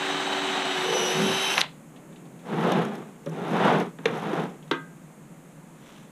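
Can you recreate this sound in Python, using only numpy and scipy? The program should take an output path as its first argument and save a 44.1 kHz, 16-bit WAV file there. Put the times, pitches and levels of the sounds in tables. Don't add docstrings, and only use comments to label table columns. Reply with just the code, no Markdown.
import sys
import numpy as np
from scipy import signal
from scipy.fft import rfft, irfft, next_fast_len
from scipy.io import wavfile

SR = 44100
rng = np.random.default_rng(int(sys.argv[2]) if len(sys.argv) > 2 else 0)


def wrap_up_sound(samples):
    columns = np.atleast_2d(samples).T
    tamed = np.clip(columns, -1, 1)
    steps = np.round(tamed * 32767).astype(np.int16)
    wavfile.write(sys.argv[1], SR, steps)


N = 269430
TIME = np.arange(N) / SR
AGE = TIME[:SR // 2]


def from_db(db):
    return 10 ** (np.asarray(db) / 20)


def rms_one(x):
    return x / np.sqrt(np.mean(x ** 2) + 1e-20)


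def add(out, start, sound):
    first = round(start * SR)
    out[first:first + len(sound)] += sound[:N - first]


def gate(start, end, fade_s):
    return np.exp(-np.maximum(0, np.maximum(start - TIME, TIME - end)) / fade_s)


def swell(peak_s, half_s):
    return 1 / np.sqrt(1 + ((TIME - peak_s) / half_s) ** 6)


def decay(t60):
    return from_db(-60 * np.minimum(AGE / t60, 4))


def noise():
    return rng.standard_normal(N)


def drift(rate_hz):
    hz = np.fft.rfftfreq(N, 1 / SR)
    return rms_one(irfft(rfft(noise()) / (1 + (hz / rate_hz) ** 2), N))


def grains(per_s, spread_db):
    clicks = (rng.random(N) < per_s / SR) * rng.choice([-1, 1], N)
    return clicks * from_db(spread_db * np.minimum(rng.exponential(1, N), 4))


def colour(x, spectrum):
    size = 2 * next_fast_len(N // 2 + 1)
    hz, db = np.transpose(spectrum)
    log_hz = np.log(np.fft.rfftfreq(size, 1 / SR) + 1)
    cepstrum = irfft(np.log(from_db(np.interp(log_hz, np.log(hz), db))))
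    cepstrum[size // 2:] = 0
    return rms_one(irfft(rfft(x, size) * np.exp(2 * rfft(cepstrum)))[:N])


def resonance(x, hz, width_hz):
    r = np.exp(-np.pi * width_hz / SR)
    feedback = [1, -2 * r * np.cos(2 * np.pi * hz / SR), r * r]
    return signal.lfilter([(1 - r * r) / 2, 0, (r * r - 1) / 2], feedback, x + 1e-18)


def wall_noise(hz, width_hz):
    return rms_one(resonance(resonance(noise(), hz, width_hz), hz, width_hz))


# (frequency [Hz], relative level [dB])
TOWN_EQ = [(71, -11.5), (120, -15), (155, -1.5), (183, -6.5), (289, -13), (422, -20), (547, -18),
           (636, -22.5), (1150, -26), (1780, -31), (2240, -32), (4500, -46.5), (5850, -87), (9900, -120)]
HISS_EQ = [(3500, -13), (4700, -12), (5500, -10), (6000, -7), (6600, 0), (8500, -2), (10500, -6),
           (13000, -10), (15500, -14)]
def ambience():
    town = from_db(-46.5 + 0.33 * drift(33)) * colour(noise(), TOWN_EQ)
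    return town + from_db(-62.5) * colour(noise(), HISS_EQ)


def garden_echo(x):
    scatter = signal.sosfilt(signal.butter(2, 3500, fs=SR, output="sos"), rng.standard_normal(len(AGE)))
    scatter = scatter * decay(t60=0.23) * (AGE > .012)
    return from_db(-19) * signal.fftconvolve(x, scatter / np.sqrt(np.sum(scatter ** 2)))[:N]


# (frequency [Hz], relative level [dB])
PALM_EQ = [(600, 3), (1400, 0.5), (2300, -2.5), (3600, -1.5), (4700, -15), (6000, -7), (9000, -24)]
# (start [s], end [s], rustle level [dB], rumble level [dB])
PALM_SLIDES = [(1.95, 2.38, -94, -50.5), (5.862, 6.003, -54, -65.5)]
def palm():
    rustle, rumble = colour(grains(5000, spread_db=4.0), PALM_EQ), wall_noise(145, 330)
    return sum(gate(start, end, 0.067) * (from_db(rustle_db) * rustle + from_db(rumble_db) * rumble)
               for start, end, rustle_db, rumble_db in PALM_SLIDES)


# (frequency [Hz], relative level [dB])
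GRIT_EQ = [(300, 0), (3800, 1), (4900, -12), (5700, -10), (6300, -2), (7300, -19), (9500, -18), (11000, -9),
           (12000, -22), (12800, -17), (15000, -38)]
def crack_grit():
    return colour(noise(), GRIT_EQ)


def crack(grit, db, hz, t60, breadth=0.69):
    envelope, first = decay(t60), rng.integers(N - len(AGE))
    burst = resonance(grit[first:first + len(AGE)], hz, breadth * hz) * envelope
    return from_db(db) * np.sqrt(np.mean(envelope ** 2)) * rms_one(burst)


# (time [s], level [dB])
BLADE_TOUCHES = [(1.962, -52.5), (2.126, -58), (2.159, -52), (2.254, -59), (2.391, -56.5), (2.719, -32),
                 (3.798, -41), (4.626, -54), (4.677, -56.5)]
def blade_touches(grit):
    out = np.zeros(N)
    for start, db in BLADE_TOUCHES:
        add(out, start, crack(grit, db, hz=3000, t60=0.085))
    return out


# (time [s], crack level [dB], crack pitch [Hz], crack width [x pitch],
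# thump level [dB], thump pitch [Hz], ring drive [dB], ring tilt [dB/octave])
BARREL_KNOCKS = [(3.263, -45, 2550, 0.67, -34, 592.4, -31, -12.5),
                 (3.27, -45, 1500, .6, -26, 565, -37, -11), (3.987, -38, 880, 0.28, -45, 353, -36.5, -10.5),
                 (4.0559, -16, 1800, 0.9, -12.5, 456, -26, -5), (4.306, -41, 900, 0.54, -32, 510, -50, -1),
                 (4.331, -35, 900, .6, -19, 343, -38, -7), (4.7121, -20.5, 3240, 0.48, -17.5, 337, -19, -3)]
# (frequency [Hz], relative level [dB], t60 [s])
BARREL_MODES = [(161, -13, .4), (269, -5, .32), (345, -7, .24), (420, -2, .22), (485, -5, .2),
                (668, -14, .18), (921, 0, .14), (996, -12, .3), (1249, -1, .38), (1394, -7, .22),
                (1510, -9, .36), (1588, 0, .35), (1625, -5, .42), (1992, -8, .38), (2078, -6, .28),
                (2466, -15, .16), (3380, -11, .22)]
def knocks(grit):
    out, rise = np.zeros(N), AGE / 0.0039
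    for start, crack_db, crack_hz, breadth, thump_db, thump_hz, ring_db, tilt_db in BARREL_KNOCKS:
        add(out, start, crack(grit, crack_db, crack_hz, t60=0.032, breadth=breadth))
        add(out, start, crack(grit, ring_db + tilt_db - 4, hz=1150, t60=.18, breadth=.4))
        thump = rise * np.exp(1 - rise) * np.sin(2 * np.pi * thump_hz * AGE)
        add(out, start, from_db(thump_db) * thump)
        for hz, db, t60 in BARREL_MODES:
            strength = from_db(ring_db + db - 7.5 + tilt_db * np.log2(hz / 550) + rng.normal(0, 1))
            add(out, start, strength * rng.choice([-1, 1]) * decay(t60) * np.sin(2 * np.pi * hz * AGE))
    return out


# (start [s], hardest point [s], end [s], rasp level [dB],
# boom level [dB], swell [dB], ease-off [dB], release [s])
SCRAPER_STROKES = [(2.492, 2.697, 2.8, -24, -24.5, 13, 3.5, 0.1),
                   (3.014, 3.013, 2.9, -46, -45, 16, 3, 0.056),
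                   (3.33, 3.68, 3.821, -20, -23.5, 21.5, 9.5, 0.03),
                   (4.084, 4.38, 4.444, -30.5, -30, 5, 4, 0.043)]
def stroke_envelopes():
    rasp, boom = 0, 0
    for start, hardest, end, rasp_db, boom_db, swell_db, ease_db, release_s in SCRAPER_STROKES:
        to_go_db = swell_db * np.interp(TIME, [start, hardest], [1, 0])
        eased_db = ease_db * np.interp(TIME, [hardest, end], [0, 1])
        attack = gate(start, np.inf, fade_s=0.032)
        rasp += attack * gate(0, end, release_s) * from_db(rasp_db - to_go_db - eased_db)
        wall_db = boom_db - .6 * to_go_db - 0.15 * eased_db
        boom += attack * gate(0, end, 1.14 * release_s) * from_db(wall_db)
    return rasp, boom


# (frequency [Hz], relative level [dB])
CHIP_EQ = [(3000, -10), (4700, -6), (5400, 0), (6300, 3), (7200, -9), (9800, -9), (11200, -1), (12000, -13),
           (12700, -8), (13800, -25), (15500, -40)]
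# (time [s], level [dB])
CHIP_SNAPS = [(2.625, -55), (2.7197, -36), (2.85, -42.5), (2.954, -46), (3.26, -47), (3.294, -47),
              (3.7998, -42), (4.156, -49), (4.233, -48)]
def chips(rasp, grip):
    ticks = from_db(-40) * rasp ** 0.63 * colour(grip * grains(450, spread_db=3.3), CHIP_EQ)
    snaps = np.zeros(N)
    for start, db in CHIP_SNAPS:
        add(snaps, start, from_db(db) * decay(t60=0.026))
    return ticks + snaps * colour(noise(), CHIP_EQ)


# (frequency [Hz], relative level [dB])
BOOM_EQ = [(100, -16.5), (150, -1), (210, 2), (290, -8), (450, -2), (580, -15.5), (900, -65), (2000, -77),
           (15000, -86)]
RASP_EQ = [(300, -3), (600, -5), (780, 1), (1000, -5.5), (1400, -8), (1900, -13), (2700, -18), (3700, -20),
           (4600, -34.5), (8000, -41), (15000, -60)]
def scraper():
    rasp, boom = stroke_envelopes()
    grip = from_db(1.18 * drift(37))
    body = boom * colour(grip * grains(5000, spread_db=4.0), BOOM_EQ)
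    blade = rasp * colour(grip * grains(10000, spread_db=1.0), RASP_EQ)
    flex = from_db(20) * rasp ** 2 * wall_noise(640, 540)
    return body + blade + flex + chips(rasp, grip)


# (time [s], level [dB], pitch [Hz], t60 [s])
LOCK_CLACKS = [(1.5788, -11.5, 1200, .016), (1.5796, -14, 3000, .012), (1.584, -20.5, 1100, .07),
               (1.6095, -19, 6200, .022), (1.6145, -9, 2900, .013), (1.636, -32, 1000, .06)]
def spindle_lock(grit):
    out = np.zeros(N)
    for start, db, hz, t60 in LOCK_CLACKS:
        add(out, start, crack(grit, db, hz, t60))
    return out


# (peak time [s], half length [s], drone level [dB], groan level [dB])
WALL_SHUDDERS = [(.98, 0.1, -43, -29.5), (1.246, 0.066, -27.5, -35)]
def shudders(turn):
    drone = wall_noise(173, 100) + from_db(-1.0) * np.sin(turn)
    groan = wall_noise(468, 125)
    return sum(swell(peak_s, half_s) * (from_db(drone_db) * drone + from_db(groan_db) * groan)
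               for peak_s, half_s, drone_db, groan_db in WALL_SHUDDERS)


# (pitch [x motor rate], level [dB])
SQUEAL_PARTIALS = [(8, -41), (16, -36.5)]
def squeal(turn):
    return np.sqrt(2) * sum(from_db(db + 2.5 * drift(30)) * np.sin(multiple * turn + .45 * drift(60))
                            for multiple, db in SQUEAL_PARTIALS)


# (frequency [Hz], relative level [dB])
CUTTING_EQ = [(1800, -2), (2900, 11.5), (4400, -3), (5400, 6), (6300, 9), (7100, -51), (9400, -7.5),
              (11200, 1.5), (12000, -18), (12900, -3), (13800, -32), (15500, -51)]
def cutting_hiss(turn, depth, drag, surge):
    db = -33 + 0.0245 * drag + 3.5 * surge + 0.8 * drift(11)
    cuts = grains(10000, spread_db=3.0) * (1 + 0.185 * np.sin(turn))
    return from_db(db) * depth ** 1.04 * colour(cuts, CUTTING_EQ)


# (frequency [Hz], relative level [dB])
GEAR_EQ = [(120, -22), (170, -8), (300, -5), (520, -7), (800, 1), (1080, -4), (1700, -4.5), (2400, -7.5),
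           (3100, -7), (4000, -8.5), (4700, -20.5), (8300, -22), (9500, -33), (15000, -44)]
def gear_rattle(turn, drag):
    clashes = grains(14000, spread_db=0.5) * (1 + 0.14 * np.sin(turn)) * from_db(0.95 * drift(57))
    return from_db(-29 + 0.0015 * drag) * colour(clashes, GEAR_EQ)


# (pitch [x motor rate], base level running free [dB], base level under load [dB])
MOTOR_PARTIALS = [(.75, -40, -70), (1, -36.5, -37), (2, -43, -46), (3, -51, -54), (4, -48, -51),
                  (7, -52, -44), (8, -43, -36), (10, -43.5, -40), (16, -53, -47), (21, -56, -51)]
def motor(turn, load, drag):
    out = 0
    for multiple, free_db, loaded_db in MOTOR_PARTIALS:
        db = free_db + load * (loaded_db - free_db)
        if multiple <= 1:
            out += from_db(db + .5 + 1.2 * drift(12)) * np.sin(multiple * turn)
        else:
            whine_db = db + 0.2 - 0.13 * drag + 2.8 * drift(20)
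            out += from_db(whine_db) * np.sin(multiple * turn + .45 * drift(45))
    return np.sqrt(2) * out


BITE_S, THROUGH_S, STOP_S = 0.57, 1.54, 1.61
# (time [s], motor rate [turns/s])
MOTOR_RATE = [(0, 380.5), (.45, 381.5), (.72, 376), (.82, 369.3), (.9, 376), (1.06, 364.8), (1.2, 380.5),
              (1.42, 384.8)]
def drill():
    rate = np.interp(TIME, *np.transpose(MOTOR_RATE))
    drag = 385 - rate
    depth = np.clip((TIME - BITE_S) / (THROUGH_S - BITE_S), 0, 1)
    turn = 2 * np.pi * np.cumsum(rate * (1 + .0004 * drift(40))) / SR
    surge = swell(peak_s=1.03, half_s=0.081)
    rattle = gear_rattle(turn, drag) * gate(0, STOP_S, fade_s=.022)
    cutting = cutting_hiss(turn, depth, drag, surge) * gate(0, STOP_S, fade_s=0.0068)
    grinding = from_db(-32.5) * depth ** 5 * wall_noise(2700, 600)
    powered = motor(turn, depth, drag) + surge * squeal(turn) + shudders(turn) + grinding
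    return powered * gate(0, THROUGH_S, fade_s=0.0067) + rattle + cutting


def scene():
    grit = crack_grit()
    near = drill()
    further = scraper() + knocks(grit) + spindle_lock(grit) + blade_touches(grit)
    return (ambience() + near + further + garden_echo(.5 * near + further) + palm())[None]


def record(dry):
    thin = signal.sosfilt(signal.butter(10, 132, "high", fs=SR, output="sos"), dry)
    self_noise = from_db(-70) * rms_one(signal.sosfilt(signal.butter(2, 110, fs=SR, output="sos"), noise()))
    return signal.sosfilt(signal.ellip(10, .2, 90, 15200, fs=SR, output="sos"), thin + self_noise)


dry = scene()
out = record(dry)
wrap_up_sound(out)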